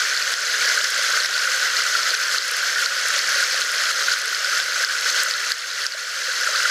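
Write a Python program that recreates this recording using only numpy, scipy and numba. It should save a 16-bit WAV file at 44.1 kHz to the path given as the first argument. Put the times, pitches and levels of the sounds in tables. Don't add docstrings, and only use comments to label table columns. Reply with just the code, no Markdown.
import sys
import numpy as np
from scipy import signal
from scipy.fft import rfft, irfft
from scipy.io import wavfile
from scipy.ndimage import uniform_filter1d
from numba import njit

SR = 44100
rng = np.random.default_rng(int(sys.argv[2]) if len(sys.argv) > 2 else 0)


def level_to_linear(level):
    exponent = np.asarray(level, float) / 20
    return 10 ** exponent


def master_out(mix):
    frames = np.transpose(np.atleast_2d(mix))
    ceiling = np.clip(frames, -1, 1)
    pcm = np.round(ceiling * 32767).astype(np.int16)
    wavfile.write(sys.argv[1], SR, pcm)


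N = 295470
T = np.arange(N) / SR
CASE_HZ = np.fft.rfftfreq(8192, 1 / SR)


def unit(x):
    return x / np.sqrt(np.mean(x ** 2))


def case_db():
    # f/Hz, level/dB
    broad_points = [(12, -64), (20, -41), (104, -38), (166, -37), (283, -34), (537, -13.5), (887, -27),
                    (1470, -0.5), (2560, -13.5), (3680, -10), (4470, -7.5), (6250, -9), (8980, -25.5),
                    (14000, -26.5), (15700, -27)]
    # f/Hz, width/Hz, level/dB
    ripples = [(162.3, 40, 6.5), (1993, 105, 3.5), (3660, 160, 1), (3710, 306, -4.5), (4780, 63, -9.5),
               (5855, 450, -5), (6270, 120, 3), (6560, 116, -7), (9810, 310, 4), (15100, 610, -9),
               (12960, 1900, -5.5), (1480, 300, 2.5), (15750, 400, -9)]
    # f/Hz, width/Hz, level/dB
    thin_notches = [(7418, 45, -16), (14835, 60, -9)]
    points_hz, points_db = np.transpose(broad_points)
    broad = np.interp(np.log(CASE_HZ + 1), np.log(points_hz), points_db)
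    response = uniform_filter1d(broad, size=5)
    for group in (ripples, thin_notches):
        for hz, width_hz, db in group:
            response = response + db / (1 + (2 * (CASE_HZ - hz) / width_hz) ** 2)
    return response


def case(x):
    cepstrum = irfft(case_db() * np.log(10) / 20)
    cepstrum[1:4096] *= 2
    cepstrum[4097:] = 0
    response = irfft(np.exp(rfft(cepstrum)))
    return signal.fftconvolve(x, response)[:N]


def gain_db():
    # t/s, step down/dB
    overloads = [(0.106, 0.5), (0.34, 5.5), (0.781, 1.5), (1.175, 4), (1.265, 4), (1.676, 1.5), (2.153, 4),
                 (2.382, 6), (2.86, 4), (3.195, 2.5), (3.413, 0.5), (3.438, 2), (3.618, 3), (3.917, 4.5),
                 (4.121, 1), (4.138, 4), (4.603, 3), (4.835, 1.5), (4.848, 3), (5.234, 3), (5.314, 3.5),
                 (5.52, 8), (5.866, 6.5)]
    recovery_db_per_s = 14.5
    out = np.zeros(N)
    for s, step_db in overloads:
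        i = int(s * SR)
        climbing = out[i] - step_db + recovery_db_per_s * (T[i:] - s)
        out[i:] = np.minimum(climbing, 0)
    return uniform_filter1d(out, size=60, origin=29)


@njit
def ring(start, hz, cycles, size, glide):
    out = np.zeros(N)
    for k in range(len(start)):
        period = SR / hz[k]
        phase = 0.
        for i in range(min(int(2 * cycles[k] * period), N - start[k])):
            age = 3 * i / period / cycles[k]
            phase += 2 * np.pi * (1 + glide[k] * age / 3) / period
            envelope = (age * np.exp(1 - age)) ** 1.5
            out[start[k] + i] += size[k] * envelope * np.sin(phase)
    return out


def walk(rate):
    k = int(SR / rate)
    levels = rng.standard_normal(N // 100)[:N // k + 1]
    slewed = uniform_filter1d(uniform_filter1d(np.repeat(levels, k), k), k)[:N]
    drift = uniform_filter1d(slewed, size=int(.11 * SR))
    return unit(slewed - drift)


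def spray(shared_db, own_db):
    spectrum = rfft(rng.standard_normal(N))
    hz = np.fft.rfftfreq(N, 1 / SR)
    surge = walk(20) + 0.63 * walk(45)
    out = 0
    for octave in range(4, 15):
        share = np.cos(np.pi / 2 * np.clip(np.log2(hz + 1) - octave, -1, 1)) ** 2
        depth = np.clip((octave - 5.5) / 6, .1, 1.1)
        flicker_db = depth * (shared_db * surge + own_db * walk(30))
        out = out + irfft(spectrum * share, N) * level_to_linear(flicker_db)
    return unit(out)


def bubbles(count, low_hz, high_hz, cycles, spread_db, glide):
    when, pitch, luck, length = rng.random((count, 4)).T
    start = (when * N).astype(np.int64)
    hz = low_hz * (high_hz / low_hz) ** pitch
    size = hz / high_hz * level_to_linear(spread_db * np.minimum(-np.log(luck), 3.5))
    return unit(ring(start, hz, cycles * (.5 + length), size, glide * length))


def trickle():
    # t/s, level/dB
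    flow = [(0, 0.5), (.25, -1.5), (.4, 2.1), (.7, 2.5), (.9, -1), (1.35, 4.5), (1.9, 0), (2.55, 3),
            (2.8, 0.5), (3.4, 2), (3.75, 0), (4.1, 3.5), (4.3, 1), (4.75, -0.5), (5.05, 1), (5.6, 1.5),
            (6.2, 3), (6.7, 1)]
    fizz = bubbles(count=20000, low_hz=2474, high_hz=12860, cycles=6.5, spread_db=4.5, glide=0.14)
    burble = bubbles(count=3000, low_hz=297.4, high_hz=2636, cycles=11.56, spread_db=2.0, glide=0.241)
    patter = bubbles(count=700, low_hz=1500, high_hz=6300, cycles=2.3, spread_db=-3.0, glide=0.17)
    water = spray(shared_db=0.74, own_db=0.32)
    water = water + level_to_linear(-4.0) * fizz + level_to_linear(-13.5) * burble + level_to_linear(-19.5) * patter
    water_db = -21 + np.interp(T, *np.transpose(flow))
    return unit(case(water)) * level_to_linear(water_db)


def lasting(table, *rest):
    return np.array([tuple(row) + rest for row in table], float)


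def drops(table, glide):
    s, db, hz, cycles = np.transpose(table)
    swell_s = .0005
    start = ((s + swell_s) * SR).astype(np.int64)
    colour_db = np.interp(hz, CASE_HZ, uniform_filter1d(case_db(), size=60))
    size = level_to_linear(db - gain_db()[start] - colour_db)
    return ring(start, np.minimum(hz, 14000), np.clip(cycles, 1, 40), size, np.full(len(s), glide))


def bloops():
    # t/s, peak level as heard/dB, f/Hz
    low_bubbles = [(.711, -37, 530), (.797, -36, 538), (.985, -34.5, 540), (1.974, -35, 650),
                   (2.11, -34, 560), (3.16, -35.5, 520), (3.352, -35, 490), (3.54, -35, 600),
                   (4.65, -42, 487), (5.16, -34, 540), (5.944, -35, 570), (6.278, -37.5, 470),
                   (6.484, -29.5, 553)]
    return drops(lasting(low_bubbles, 8.6), glide=0.22)


def risers():
    # t/s, peak level as heard/dB, f/Hz, length/cycles
    climbers = [
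        (0.52, -50, 614, 13),
        (1.293, -33.5, 660, 17),
        (1.37, -36, 700, 12),
        (6.54, -33, 983, 15.7),
    ]
    return drops(climbers, glide=0.524)


def gurgles():
    # t/s, peak level as heard/dB, f/Hz
    gurgling = [(.0147, -12.5, 1490), (.5395, -14, 1730), (.7736, -10.5, 1500), (1.172, -12, 1500),
                (1.3588, -18, 1500), (1.452, -15, 1500), (1.4717, -12.5, 1390), (1.5893, -18, 1570),
                (1.6256, -15, 1480), (1.949, -13.5, 1350), (2.135, -14.5, 1480), (2.6337, -18, 1540),
                (2.78, -14, 1740), (2.8609, -16, 1420), (3.3578, -16, 1460), (3.401, -15, 1560),
                (3.4244, -16, 1410), (4.08, -12.5, 1460), (4.1144, -13, 1480), (4.3251, -16.5, 1400),
                (4.4434, -16, 1440), (4.5301, -16.5, 1320), (4.598, -13, 1530), (4.8358, -10, 1620),
                (5.2594, -18, 1440), (6.433, -14, 1640), (6.4623, -18, 1660), (6.4712, -12.5, 1334),
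                (6.635, -27, 1400), (6.6536, -12.5, 1370)]
    return drops(lasting(gurgling, 9.7), glide=0.028)


def spits():
    # t/s, peak level as heard/dB
    bursts = [(.3182, -25), (.7721, -26.5), (.9023, -20), (1.033, -22), (1.099, -24), (1.334, -25),
              (1.5604, -25), (2.3331, -24), (2.4785, -22), (2.5132, -19), (2.5655, -21), (2.814, -22),
              (3.0834, -16), (3.1363, -22.5), (3.291, -19.5), (3.4047, -24), (3.6002, -28), (3.7145, -23),
              (3.7484, -24), (3.9105, -26), (4.1865, -26), (4.2163, -24), (4.2567, -20.5), (4.578, -23),
              (4.7845, -25), (4.8275, -21.5), (5.1023, -21), (5.233, -11.5), (5.495, -25), (6.4642, -25)]
    s, db = np.transpose(bursts)
    late, detune = rng.random((len(s), 2, 4)).transpose(1, 2, 0)
    bright_db = -16
    out = 0
    for k, (hz, share_db) in enumerate([(8300, -1.5), (9900, -1), (11500, -4.5), (13400, 7)]):
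        level_db = db + share_db + bright_db * (k == 3)
        burst_s = s + 0.0022 * late[k]
        burst_hz = hz * (0.867 + 0.19 * detune[k])
        rows = np.transpose([burst_s, level_db, burst_hz, np.full(len(s), 9.)])
        out = out + drops(rows, glide=0.079)
    return out


def smacks():
    # t/s, peak level as heard/dB
    knocks = [
        (.7794, -19),
        (.845, -14),
        (1.2606, -13),
        (1.6754, -13),
        (2.1498, -7.5),
        (3.411, -20),
        (3.9134, -22),
        (4.137, -9),
        (4.6, -10),
    ]
    return drops(lasting(knocks, 3600, 2.5), glide=.05)


def plops():
    # t/s, peak level as heard/dB, f/Hz
    falling = [(.174, -9, 4320), (.224, -9, 4440), (.3386, -9, 4960), (.6833, -11, 5150), (.8422, -6, 5570),
               (1.2014, -7.5, 4250), (1.2336, -9, 5260), (1.3397, -11, 4510), (1.3782, -10, 4170),
               (1.7673, -7, 4300), (2.1046, -7, 4400), (2.3827, -5, 4300), (2.8593, -4.5, 4450),
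               (3.1907, -7, 4400), (3.4386, -9, 4730), (3.543, -11, 4430), (3.617, -7, 4200),
               (3.7813, -9, 5300), (4.12, -11, 4880), (4.347, -12, 4680), (4.4448, -8, 5000),
               (4.8469, -6, 4900), (5.098, -9, 4150), (5.31, -6.5, 4600), (5.3375, -14, 3870),
               (5.5186, -2.5, 4500), (5.8653, -3, 5200), (5.9209, -13.5, 4500), (6.433, -11.5, 5180),
               (6.558, -8, 4400)]
    fall_back_db = [-13, -15]
    rows = lasting(falling, 6.2)
    late, detune = rng.random((len(rows), 2, 2)).transpose(1, 2, 0)
    snaps = rows * [1, 1, 1.63, 0] + [0, -11, 0, 1.7]
    out = drops(rows, glide=0.022) + drops(snaps, glide=.05)
    gain = gain_db()
    for k, back_db in enumerate(fall_back_db):
        delay_s = 0.0014 + 0.0041 * late[k]
        shift_hz = 900 * (detune[k] - .5)
        droplets = rows + np.transpose([delay_s, back_db + 0 * late[k], shift_hz, 3 * late[k]])
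        droplets[:, 1] += np.interp(droplets[:, 0], T, gain) - np.interp(rows[:, 0], T, gain)
        out = out + drops(droplets, glide=0.094)
    return out


def scene():
    steady = trickle()
    small = plops() + spits() + smacks()
    large = gurgles() + bloops() + risers()
    return (steady + case(small + large))[None]


def low_pass(x):
    return signal.sosfilt(signal.butter(12, 15830, fs=SR, output="sos"), x)


def record(dry):
    ceiling = .45
    gained = dry * level_to_linear(gain_db())
    shaved = gained - np.clip(gained, -ceiling, ceiling)
    above_bass = signal.butter(2, 900, "high", fs=SR, output="sos")
    clipped = gained - signal.sosfilt(above_bass, shaved)
    roll_off = signal.butter(8, 15250, fs=SR, output="sos")
    rolled = signal.sosfilt(roll_off, clipped)
    steep_edge = signal.ellip(10, .3, 60, 15770, fs=SR, output="sos")
    mix = signal.sosfilt(steep_edge, rolled)
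    return low_pass(mix)


dry = scene()
out = record(dry)
master_out(out)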